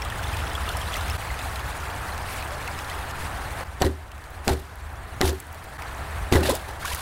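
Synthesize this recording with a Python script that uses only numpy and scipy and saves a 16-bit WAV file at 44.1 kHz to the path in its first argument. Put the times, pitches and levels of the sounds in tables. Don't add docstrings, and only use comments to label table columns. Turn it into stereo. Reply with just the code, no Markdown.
import sys
import numpy as np
from scipy import signal
from scipy.fft import rfft, irfft, next_fast_len
from scipy.io import wavfile
from scipy.ndimage import uniform_filter1d, map_coordinates

SR = 44100
rng = np.random.default_rng(int(sys.argv[2]) if len(sys.argv) > 2 else 0)


def to_linear_factor(level_db):
    exponent = np.asarray(level_db, float) / 20
    return 10 ** exponent


def put_to_file(sound):
    columns = np.atleast_2d(sound).T
    safe = np.clip(columns, -1, 1)
    whole_steps = np.round(safe * 32767)
    wavfile.write(sys.argv[1], SR, whole_steps.astype(np.int16))


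N = 309135
LAG_S = 20 / SR

# (roar [dB], spray [dB], spray drift as the view turns [dB/s])
TAKE_LEVELS = [
    (-35, -42.5, 1),
    (-34.5, -41, -1.25),
    (-38, -49, 0.5),
    (-35.5, -45.5, -1.5),
]
TAKE_JOINS = [
    1.175,
    3.642,
    5.778,
]
# (time [s], level [dB])
RUMBLE_LEVEL = [(0, -37), (0.36, -33.5), (1.17, -36.5), (1.19, -47), (1.5, -37.5), (2.32, -40),
                (2.75, -41.5), (2.96, -40.5), (3.12, -39), (3.3, -35), (3.63, -40), (3.66, -39), (4.2, -40),
                (5.0, -38), (5.77, -39.5), (6.0, -37.5), (6.6, -36.5), (7.01, -42)]
# (time [s], depth [dB])
GAIN_DUCKS = [
    (3.642, 4.5),
    (3.87, 9.5),
    (4.52, 7.5),
    (5.28, 7),
    (5.778, 1.5),
    (6.5, 5),
]
# (frequency [Hz], density [dB/Hz])
RUMBLE_SPECTRUM = [(12, -46), (20, -52), (45, -0.5), (64, 5.5), (81, 4.5), (113, -8.5), (248, -21.5),
                   (300, -21.5), (400, -22.5), (520, -32), (880, -120)]
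# (frequency [Hz], density [dB/Hz])
ROAR_SPECTRUM = [(120, 0.5), (200, -10.5), (364, -9), (462, -5.5), (540, -5), (729, 1), (972, -1),
                 (1770, -3.5), (2400, -16.5), (3500, -17.5), (4550, -68), (7700, -120)]
# (frequency [Hz], density [dB/Hz])
SPRAY_SPECTRUM = [(1180, -28), (2000, -3), (2240, -2), (3190, -5), (4090, -7), (5190, -11.5), (6880, -12.5),
                  (8820, -9.5), (15100, -18), (16100, -16), (16500, -47)]
# (frequency [Hz], likeness [-1 to 1])
RUMBLE_LIKENESS = [(60, 1), (130, 0.94), (290, 0.69), (640, 0.89), (1410, -0.11), (3100, -0.56),
                   (6820, 0.13), (15000, -0.58)]
# (frequency [Hz], likeness [-1 to 1])
FALLS_LIKENESS = [(300, 0.99), (700, 0.12), (1400, 0.096), (3000, 0.44), (6000, 0.054), (12000, 0.046)]
# (frequency [Hz], left minus right [dB])
POND_LEAN = [(60, -2), (110, 0), (200, -3), (380, -0.5), (700, -1.5), (1290, 1), (2380, 0.0), (4400, -0.5),
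             (8120, -4), (15000, -5)]
# (time [s], peak [dB], pitch [Hz], left minus right [dB])
DROP_CLUSTERS = [(0.019, -26.5, 5230, 3), (0.1217, -23, 1780, 0), (0.1916, -22, 1480, 0),
                 (0.2414, -28, 3400, 2), (0.3362, -26, 2430, 9), (0.3672, -23, 900, 1),
                 (0.437, -26, 1360, 1), (0.5118, -26, 1870, 0), (0.5507, -21.5, 3250, -1),
                 (0.6365, -30, 1780, -2), (0.6785, -27, 2730, 4), (0.6894, -30, 4070, 0),
                 (0.7004, -24, 1350, 1), (0.7503, -23, 935, 1), (0.7633, -24, 1250, 0),
                 (0.768, -30, 5200, 0), (0.871, -30, 3900, 0), (0.9329, -24, 3300, 1),
                 (0.9518, -22, 1940, 0), (0.9648, -32, 5850, 4), (0.9678, -21.5, 1240, -9),
                 (0.9778, -32, 3120, 1), (1.1055, -28, 5200, 9), (1.3027, -23, 1990, 5),
                 (1.3895, -32, 3470, 2), (1.4065, -31, 2520, 0), (1.4574, -22, 765, -4),
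                 (1.8295, -26, 1310, 9), (1.8784, -27, 1310, -2), (2.0869, -26, 1890, 1),
                 (2.1209, -33, 4080, -4), (2.517, -31, 1450, 0), (2.6726, -30, 2700, 6),
                 (2.6776, -27, 2050, 6), (2.6836, -26, 1380, 9), (2.7883, -34, 5100, -1),
                 (2.8971, -33, 4000, -5), (2.9131, -26, 1920, 3)]
# (time [s], peak [dB], pitch [Hz], left minus right [dB])
BRIGHT_DROPS = [(0.0199, -22.5, 2340, 3), (0.0493, -23, 3330, 4.5), (0.1007, -22.5, 3320, 3.5),
                (0.232, -30, 2530, 7), (0.3287, -27, 3200, 2), (0.3691, -22, 3670, 3.5),
                (0.4683, -28, 3220, 0), (0.5327, -26, 8600, -1.5), (0.551, -22, 3180, -2.5),
                (0.69, -17.5, 3480, 3), (0.815, -22.5, 3220, 0), (0.9403, -19, 3180, 3),
                (0.9577, -23, 2570, -6), (1.0091, -22.5, 3800, -0.5), (1.0809, -26, 2320, 8),
                (1.0984, -18.5, 2640, 4), (1.2182, -35, 2470, -1), (1.3418, -27, 2440, 3),
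                (1.3903, -24, 2550, 2), (1.5579, -25, 4000, -8), (1.5933, -25.5, 2670, -2),
                (1.802, -29, 2440, 1), (2.1783, -25, 2600, 2), (2.4244, -24, 2490, 0),
                (2.6768, -20.5, 2600, 2.5), (2.7896, -24, 2500, 2), (2.8449, -28, 3750, 1.5),
                (2.8978, -26.5, 3080, 0), (3.1098, -24, 3580, -4.5), ]
# (time [s], peak [dB], pitch [Hz], left minus right [dB])
SINGLE_DROPS = [(0.0275, -27.5, 1930, -6), (0.0566, -23, 1240, 0.5), (0.217, -26, 990, -1),
                (0.329, -30, 1900, 0), (0.4314, -32, 1350, 4), (0.492, -27, 1450, -0.5),
                (0.575, -19, 1260, 0.5), (0.6536, -28, 1800, 1), (0.676, -21, 1220, 0),
                (0.9525, -26, 1270, 3), (1.0095, -23, 1400, -1), (1.137, -23, 1210, 1.5),
                (1.186, -26, 1140, 4), (1.5663, -28, 1280, 8), (1.76, -29, 1590, 0.5),
                (1.827, -29, 1090, 7), (2.329, -25, 1680, 5), (2.601, -31, 1790, -0.5),
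                (2.809, -21, 1250, 4.5), (3.105, -26, 1160, 2), (3.1348, -26, 1310, 0.5),
                (3.4062, -33, 1380, 2), (3.462, -27, 1100, 4), (3.5428, -27, 1260, -2.5)]
# (time [s], peak [dB], pitch [Hz], left minus right [dB])
FLYING_CHIPS = [(0.7696, -22.5, 8600, 2.5), (0.967, -27, 11400, 4), (4.3044, -40, 8920, -4),
                (4.367, -44, 10500, 0), (4.45, -36, 9080, -3), (4.5977, -36, 11000, -2.5),
                (4.755, -38, 11500, 0), (4.93, -43, 12000, 1), (5.3288, -32, 8100, 0.5),
                (5.8175, -48, 8650, -4), (6.1836, -38, 6510, -1), (5.4012, -26.5, 7900, -3.5),
                (5.468, -40, 9000, -5), (5.527, -34, 14600, -2), (5.5453, -36, 7530, -6),
                (5.6411, -37, 9430, 4), (6.4068, -27, 8800, 0), (6.4951, -18.5, 9400, -9),
                (6.55, -37, 9300, -13), (6.552, -19, 7700, -4), (6.645, -40, 7600, 8),
                (6.6894, -42, 11800, -4), (6.7101, -39, 7570, -5), (6.9471, -17, 8800, 3),
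                (6.98, -31, 11100, 3)]
# (time [s], start pitch [Hz], end pitch [Hz], length [s], level [dB])
GULP_BUBBLES = [(2.508, 572, 636, 0.079, -33.5), (3.605, 520, 574, 0.022, -36.5),
                (6.489, 490, 630, 0.0165, -17.5), (6.502, 228, 1070, 0.067, -25.5),
                (6.687, 380, 520, 0.013, -37.5), (6.7, 760, 980, 0.03, -40),
                (6.845, 800, 1150, 0.0073, -32), (6.856, 1420, 1510, 0.017, -30),
                (6.923, 1960, 2000, .014, -34), (6.984, 1000, 1350, 0.014, -39),
                (6.828, 1340, 1900, 0.011, -32), (6.449, 562, 850, 0.028, -29),
                (6.89, 425, 524, 0.018, -41), (6.914, 940, 1000, 0.017, -34)]
# (time [s], hold [s], slush [dB], crunch [dB], ring [dB])
CRUSHES = [(3.798, 0.01, -40, -50, -60), (3.814, 0.013, -32.5, -20, -25.5), (3.837, 0.034, -38, -41, -25),
           (4.44, 0.033, -45.5, -44, -53), (4.476, 0.014, -29.5, -22.5, -23),
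           (4.494, 0.04, -37.5, -36, -28), (5.211, 0.023, -32, -27.5, -25), (5.239, 0.056, -31, -35, -30.5),
           (6.318, 0.017, -28.5, -24.5, -18.5), (6.344, 0.018, -27.5, -22, -19.5),
           (5.298, 0.034, -60, -44, -38), (6.371, 0.04, -45, -35, -27), (6.427, 0.006, -26, -33, -26),
           (6.444, 0.034, -31, -31.5, -32), (6.488, 0.024, -28.5, -27, -31.5),
           (6.529, 0.039, -37, -41, -50), (6.677, 0.022, -44, -40, -48), (6.794, 0.055, -43.5, -55, -68),
           (6.846, 0.088, -34.5, -46, -66), (6.936, 0.072, -39.5, -52, -66)]
# (frequency [Hz], density [dB/Hz])
SLUSH_SPECTRUM = [(700, -57), (1500, -5), (2300, 9), (3600, 12.5), (6000, 6), (10000, 7), (15000, 1),
                  (16500, -11)]
# (frequency [Hz], density [dB/Hz])
CRUNCH_SPECTRUM = [(260, -52), (450, -7.5), (800, -1), (1100, -4.5), (1900, -16.5), (2600, -34),
                   (4000, -22), (6600, -90)]
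# (frequency [Hz], density [dB/Hz])
THUMP_SPECTRUM = [(30, -40), (100, 13), (130, 11), (220, 4), (300, -33), (500, -62)]
# (pitch [Hz], level [dB], unsteadiness [rad])
SHEET_MODES = [(237, -7.5, 1.3), (278.3, -3, 0.97), (335.6, -4.5, 1.67), (380, 3.5, 0.79),
               (439, -9.5, 1.55), (533, -8.5, 1.7)]
CRUSH_T60 = [0.065, 0.045, 0.19, 0.31]
TAIL_DB, TAIL_S = [-16, -3, -20.5, -22], [1, 0.24, 0.57, 0.46]
# (frequency [Hz], left minus right [dB])
POLE_BALANCE = [(80, -6), (300, -3.5), (800, -1), (4000, -6), (9000, -6)]
# (time [s], peak [dB], pitch [Hz], left minus right [dB])
SHARD_RINGS = [(3.803, -32, 8000, -3), (3.814, -22, 7800, -3), (3.823, -12, 720, -10),
               (3.8203, -16.5, 4400, 2), (3.838, -13, 920, -11), (3.8499, -22, 1890, -10),
               (3.8519, -28, 1270, -9), (3.8645, -20, 1900, -1), (4.485, -29, 1960, -2),
               (4.486, -7, 756, 0), (4.498, -10.5, 860, 5), (4.4796, -15, 4100, 0), (4.5159, -29, 1830, -2),
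               (5.217, -14, 1180, 14), (5.219, -7, 770, 1), (5.22, -15.5, 1960, 8), (5.231, -14, 860, 8),
               (5.2409, -26, 1440, 9), (5.2133, -18, 3010, -3), (5.254, -23, 10200, -2),
               (5.2798, -29, 1180, -9), (5.2888, -22, 1680, -3), (5.2958, -29, 1290, 2),
               (4.474, -25, 7800, -3), (6.323, -11, 646, -2), (6.336, -11.5, 1980, 1.5),
               (6.3539, -17, 1970, -3), (6.3599, -19, 1160, 3), (6.3609, -13, 1910, -3),
               (6.3659, -21, 1060, -4)]
# (time [s], crack [dB], push above the crack [dB])
CONTACTS = [(3.8075, -42, 25), (3.815, -34, 30.5), (3.8202, -5, 3), (3.8655, -21, 2), (4.468, -45, 24),
            (4.4745, -33, 25.5), (4.4794, -5, 2), (5.2083, -26, 19), (5.2133, -2.5, -2), (5.2547, -25, -14),
            (6.317, -35, 21), (6.337, -20, 1), (6.3248, -7.5, 9.5), (6.3564, -14, -3)]
# (frequency [Hz], density [dB/Hz])
SNAP_SPECTRUM = [(1000, -3), (1600, -1), (4480, 0), (7340, -6), (9690, -12), (12300, -11), (16500, -37)]
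# (time [s], pitch [Hz], level [dB], t60 [s])
SHEET_BOOMS = [
    (3.816, 84, -21, 0.092),
    (3.848, 76.4, -17, 0.37),
    (4.476, 90, -31, 0.091),
    (4.507, 73.8, -16.5, 0.31),
    (5.212, 83, -30, 0.17),
    (5.241, 75.6, -16.5, 0.4),
    (6.319, 76, -17.5, 0.27),
    (6.354, 77, -12.5, 0.44),
    (6.839, 74.6, -28, .2),
    (6.935, 70, -25, 0.17),
]
# (time [s], peak [dB], pitch [Hz], left minus right [dB])
ICE_TICKS = [(4.117, -34.5, 2710, 6), (4.1794, -39, 2690, -7), (4.2394, -36, 4300, 2),
             (5.8212, -26.5, 2190, -5), (6.433, -30, 2300, -1), (6.4936, -27, 3000, -6),
             (3.847, -22, 3960, 1.5), (5.256, -23, 3500, 3), (6.51, -17, 4160, 0.5),
             (6.8536, -19, 2270, 2.5), (6.9344, -21.5, 1980, 2)]
# (time [s], peak [dB], pitch [Hz], left minus right [dB])
SHEET_RERINGS = [
    (3.861, -13.5, 384, -6),
    (5.229, -12, 375, -1),
    (5.328, -21.5, 372, -3),
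    (6.351, -14, 362, -5),
    (6.405, -18, 332, -6),
]
# (time [s], peak [dB], pitch [Hz], left minus right [dB])
SPLASH_BUBBLES = [(6.431, -20, 800, -7), (6.433, -23, 3770, -12), (6.433, -16, 2640, -4),
                  (6.434, -28, 1830, 3), (6.441, -26, 1830, -1), (6.4499, -27, 3360, -2),
                  (6.4499, -27, 3750, -8), (6.4499, -27, 1850, -4), (6.4559, -22, 1710, 3),
                  (6.4589, -20, 2800, 0), (6.4619, -28, 3830, 1), (6.4629, -24, 1830, -2),
                  (6.4819, -27, 1490, -4), (6.4839, -30, 3420, -4), (6.4928, -24, 3680, -12),
                  (6.4928, -23, 1870, -4), (6.4988, -24, 3660, -5), (6.4998, -14.5, 964, -3),
                  (6.5018, -27, 4040, -1), (6.5128, -29, 3600, -8), (6.5188, -29, 4350, -4),
                  (6.5208, -23, 985, -4), (6.5477, -28, 3400, -7), (6.825, -25, 1350, 6),
                  (6.829, -28, 2100, 2), (6.8479, -19, 1050, 1), (6.8569, -25, 1490, 1),
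                  (6.8758, -25, 2800, 5), (6.8788, -21, 1550, -1), (6.8898, -32, 2560, 4),
                  (6.9028, -27, 1720, 8), (6.9108, -24, 945, 2), (6.9177, -25, 2130, 4),
                  (6.9207, -23, 2480, -2), (6.9277, -27, 2990, -11), (6.9706, -29, 1450, 9),
                  (6.9836, -32, 1030, -9)]


def unit(x):
    return x / np.sqrt(np.mean(x ** 2) + 1e-20)


def even(x, window_s):
    power = uniform_filter1d(x * x, size=round(window_s * SR))
    return x / np.sqrt(np.abs(power) + 1e-9)


def along(points, hz):
    f, v = np.transpose(points)
    return np.interp(np.log(hz + 1), np.log(f + 1), v)


def leaning(points, hz):
    return to_linear_factor(along(points, hz) * np.array([[.5], [-.5]]))


def filtered(x, response):
    m = next_fast_len(N + 8192)
    return irfft(rfft(x, m) * response(np.fft.rfftfreq(m, 1 / SR)), m)[..., :N]


def wobble(rate):
    steps = np.arange(0, N + 16, 16)
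    knots = rng.standard_normal(int(N * rate / SR) + 4)
    return np.interp(np.arange(N), steps, map_coordinates(knots, [steps * rate / SR]))


def rush(spectrum, alike, patchy_db, gain=1):
    z = signal.stft(gain * rng.standard_normal((2, N)), nperseg=512)[2]
    field = uniform_filter1d(rng.standard_normal(z.shape[1:]), size=5, axis=0)
    field = uniform_filter1d(field, size=3, axis=1)
    pair = signal.istft(z * to_linear_factor(patchy_db * unit(field)), nperseg=512)[1][:, :N]

    def mid_side(hz):
        turn = np.arccos(np.clip(along(alike, hz), -1, 1)) / 2
        return to_linear_factor(along(spectrum, hz)) * np.array([np.cos(turn), np.sin(turn)])

    mid, side = filtered(pair, mid_side)
    return unit(np.array([mid + side, mid - side]))


def bubbles(s, db, hz, pan_db, turns, rise, size=600, late=None):
    t = np.arange(size) / SR
    late = -np.tanh(pan_db / 3) if late is None else late
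    u = hz[:, None] * t / turns
    wave = to_linear_factor(db)[:, None] * np.sin(2 * np.pi * turns * (u + rise * u * u / 2))
    wave *= np.exp(-u) * (1 - np.exp(-6 * u))
    wave *= hz[:, None] * (1 + rise * u) < SR / 2.6
    wave *= np.cos(np.pi / 2 * t / t[-1])
    out = []
    for side in (1, -1):
        start = s + side * LAG_S / 2 * late + LAG_S
        at = (start * SR).astype(int)[:, None] + np.arange(size)
        heard = wave * to_linear_factor(side * pan_db / 2)[:, None]
        out.append(np.bincount(at.ravel(), heard.ravel(), N + SR)[:N])
    return np.array(out)


def swarm(count, hz, spread, turns, scatter_db, size):
    r, g = rng.random((count, 2)), rng.standard_normal((count, 2))
    pitch = np.clip(hz * np.exp(spread * g[:, 0]), 300, 15000)
    db = -scatter_db * np.log(r[:, 1] + .03)
    return unit(bubbles(r[:, 0] * N / SR, db, pitch, 3 * g[:, 1], turns, rise=0.15, size=size))


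def short_rings(rows, life_s, gain_db, rise, late):
    s, db, hz, pan_db = np.transpose(rows)
    return bubbles(s, db + gain_db, hz, pan_db, life_s * hz[:, None], rise, size=2400, late=late)


def bursts(s, db, t60):
    u = np.arange(500) / SR
    puff = to_linear_factor(db[:, None] - 60 * u / t60) * rng.standard_normal((len(s), len(u)))
    at = (s * SR).astype(int)[:, None] + np.arange(len(u))
    return np.bincount(at.ravel(), puff.ravel(), N + SR)[:N]


def splats(rows, edge_hz, spit_db, turns):
    s, db, hz, pan_db = np.transpose(rows)
    spit = np.array([bursts(s, db + spit_db + side * pan_db / 2, t60=0.021) for side in (1, -1)])
    band = lambda f: f * f / (f * f + edge_hz ** 2) / (1 + (f / edge_hz / 3.6) ** 2)
    out = filtered(spit, band) + bubbles(s, db, hz, pan_db, turns, rise=0.0092)
    after, ratio = rng.random((len(s), 2)).T
    second_hz = hz * (.7 + 0.596 * ratio)
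    return out + bubbles(s + 0.011 * after, db - 7.5, second_hz, pan_db, turns, rise=0.164)


def from_right(x, lag_s=LAG_S):
    half = np.array([[.5], [-.5]])
    delay = lambda hz: np.exp(-2j * np.pi * hz * lag_s * half)
    return filtered(x, lambda hz: leaning(POLE_BALANCE, hz) * delay(hz))


def ducking():
    pull_s, recover_s = 0.058, 0.46
    t = np.arange(N) / SR
    take = np.searchsorted(TAKE_JOINS, t, side="right")
    out = np.zeros(N)
    for s, depth_db in GAIN_DUCKS:
        u = np.maximum(t - s, 0)
        own = np.searchsorted(TAKE_JOINS, s + .01)
        at_join = abs(s - TAKE_JOINS[own - 1]) < .01
        down = 1 if at_join else 1 - np.exp(-u / pull_s)
        out -= depth_db * down * np.exp(-u / recover_s) * (take == own)
    return out, take, t


def far_rumble():
    duck_db, _, t = ducking()
    level_db = np.interp(t, *np.transpose(RUMBLE_LEVEL)) + duck_db
    swell = to_linear_factor(wobble(4.66))
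    rumble = to_linear_factor(level_db + 3.5) * swell * rush(RUMBLE_SPECTRUM, RUMBLE_LIKENESS, patchy_db=-1.5)
    return filtered(rumble, lambda hz: leaning(POND_LEAN, hz))


def waterfalls():
    duck_db, take, t = ducking()
    roar_db, spray_db, drift = np.array(TAKE_LEVELS)[take].T
    roar_db = roar_db + duck_db
    spray_db = spray_db + drift * (t - np.r_[0, TAKE_JOINS][take]) + duck_db
    ahead = t < TAKE_JOINS[0]
    drop_gain = to_linear_factor(np.where(ahead, -6, -9))
    surge = wobble(9.04)

    bubbling = swarm(count=4000, hz=1144, spread=0.367, turns=6.5, scatter_db=0.5, size=480)
    roar = rush(ROAR_SPECTRUM, FALLS_LIKENESS, patchy_db=1.04) + drop_gain * bubbling
    spatter = swarm(count=5000, hz=3600, spread=0.43, turns=4.1, scatter_db=6.5, size=240)
    spray = rush(SPRAY_SPECTRUM, FALLS_LIKENESS, patchy_db=2.5, gain=to_linear_factor(1.37 * wobble(60)))
    spray = spray + drop_gain * spatter

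    falls = to_linear_factor(roar_db + 2.5 + 0.26 * surge) * roar
    falls += to_linear_factor(spray_db + 3.0 + np.where(t < TAKE_JOINS[1], 1.3, .4) * surge) * spray
    late_left = np.roll(falls[0], round(LAG_S * SR))
    falls[0] = np.where(ahead, falls[0], late_left)
    return filtered(falls, lambda hz: leaning(POND_LEAN, hz))


def clusters():
    return short_rings(DROP_CLUSTERS, life_s=.0045, gain_db=0.5, rise=.04, late=.01)


def near_drops():
    bright = splats(BRIGHT_DROPS, edge_hz=2400, spit_db=0.5, turns=7)
    return bright + bubbles(*np.transpose(SINGLE_DROPS), turns=17.0, rise=0.052)


def chips():
    return splats(FLYING_CHIPS, edge_hz=7500, spit_db=3.5, turns=9.5)


def gulps():
    out = np.zeros(N)
    for s, hz, end_hz, length, db in GULP_BUBBLES:
        u = np.arange(round(length * SR)) / (length * SR)
        phase = 2 * np.pi * np.cumsum(hz * (end_hz / hz) ** u) / SR
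        swell = to_linear_factor(db + 4 - 11 * u) * np.sin(np.pi * u ** .8) ** .45
        out[round(s * SR):][:len(u)] += swell * np.sin(phase)
    flutter = to_linear_factor(4 * wobble(160))
    return from_right(out * flutter, lag_s=LAG_S / 3)


def crush_levels():
    rise_s, thump_db = 0.0067, -11
    power, u = np.zeros((4, N + SR)), np.arange(SR // 3) / SR
    for s, hold, slush_db, crunch_db, ring_db in CRUSHES:
        after = np.maximum(u - hold, 0)
        fall = to_linear_factor(-60 * after / np.c_[CRUSH_T60])
        fall = fall + to_linear_factor(np.c_[TAIL_DB] - 60 * after / np.c_[TAIL_S])
        level = to_linear_factor(np.c_[[slush_db, crunch_db, ring_db, ring_db + thump_db]])
        power[:, round(s * SR):][:, :len(u)] += (level * fall * (1 - np.exp(-u / rise_s))) ** 2
    return np.sqrt(power[:, :N])


def gritty_noise(spectrum, grit_db):
    noise = to_linear_factor(grit_db * wobble(300)) * rng.standard_normal(N)
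    return unit(filtered(noise, lambda hz: to_linear_factor(along(spectrum, hz))))


def crushed_slush(level):
    grit = swarm(count=7000, hz=3300, spread=0.71, turns=3.7, scatter_db=6.5, size=200)
    hiss = rush(SLUSH_SPECTRUM, [(2000, .1)], patchy_db=1.2, gain=to_linear_factor(1.8 * wobble(150)))
    return level * (hiss + to_linear_factor(-6) * grit) * to_linear_factor([[-.3], [1.5]])


def crunching_ice(level):
    tip, left, right = [level * even(gritty_noise(CRUNCH_SPECTRUM, grit_db=3.5), window_s=0.077)
                        for _ in range(3)]
    around = filtered(np.array([left, right]), lambda hz: hz / (hz + 1500))
    return from_right(tip) + to_linear_factor(1.5) * around


def ringing_sheet(ring, thump):
    t = np.arange(N) / SR
    modes = np.zeros(N)
    for hz, db, rough in SHEET_MODES:
        strength = to_linear_factor(db + 3.6 * rough * wobble(40))
        modes += strength * np.sin(2 * np.pi * hz * t + rough * wobble(60))
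    low = gritty_noise(THUMP_SPECTRUM, grit_db=-3.0)
    return from_right(ring * even(modes, window_s=0.035) + thump * even(low, window_s=0.031))


def shards():
    return short_rings(SHARD_RINGS, life_s=.0035, gain_db=-1.5, rise=.001, late=.9)


def cracks():
    knock_hz, deep_hz, knock_s = 800, 460, 0.0066
    s, db, push_db = np.transpose(CONTACTS)
    pushes, u = np.zeros(N), np.arange(900) / SR
    knock = np.sin(2 * np.pi * knock_hz * u) + 0.54 * np.sin(2 * np.pi * deep_hz * u)
    knock *= 1 - np.exp(-u / 0.00024)
    for at, push in zip((s * SR).astype(int), db + push_db):
        pushes[at:][:len(u)] -= to_linear_factor(push + 2.5 - 60 * u / knock_s) * knock
    snaps = []
    for side in (1, -1):
        heard = s + side * LAG_S / 2
        snaps.append(bursts(heard, db + 4.5, t60=0.0052) + bursts(heard, db - 5.5, t60=0.012))
    return from_right(pushes) + filtered(np.array(snaps), lambda hz: to_linear_factor(along(SNAP_SPECTRUM, hz)))


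def booms():
    out, u = np.zeros(N + SR), np.arange(SR // 2) / SR
    for s, hz, db, t60 in SHEET_BOOMS:
        swing = to_linear_factor(db - 60 * u / t60) + to_linear_factor(db + 7.0 - 60 * u / 0.024)
        swing *= (1 - np.exp(-u / 0.002)) ** 2
        out[round(s * SR):][:len(u)] -= swing * np.sin(2 * np.pi * hz * u)
    return from_right(out[:N])


def ticks():
    return splats(ICE_TICKS, edge_hz=2600, spit_db=1.5, turns=4.5)


def sheet_rerings():
    return short_rings(SHEET_RERINGS, life_s=.019, gain_db=-1.5, rise=.001, late=.9)


def splatter():
    return short_rings(SPLASH_BUBBLES, life_s=.0045, gain_db=1.5, rise=.05, late=.3)


def scene():
    water = far_rumble() + waterfalls() + clusters() + near_drops() + chips() + gulps()
    slush, crunch, ring, thump = crush_levels()
    ice = crushed_slush(slush) + crunching_ice(crunch) + ringing_sheet(ring, thump)
    ice += shards() + booms() + ticks() + sheet_rerings() + splatter()
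    return filtered(water + ice, lambda hz: hz < 15800) + filtered(cracks(), lambda hz: hz < 16750)


def band_limit(x):
    return signal.sosfilt(signal.butter(12, 16450, fs=SR, output="sos"), x)


def record(dry):
    t = np.arange(N) / SR
    for s in TAKE_JOINS:
        dry = dry * np.clip(np.abs(t - s) / 0.01 + 0.14, 0, 1)
    mix = dry / (1 + np.abs(dry / .92) ** 6) ** (1 / 6)
    return band_limit(mix)


dry = scene()
out = record(dry)
put_to_file(out)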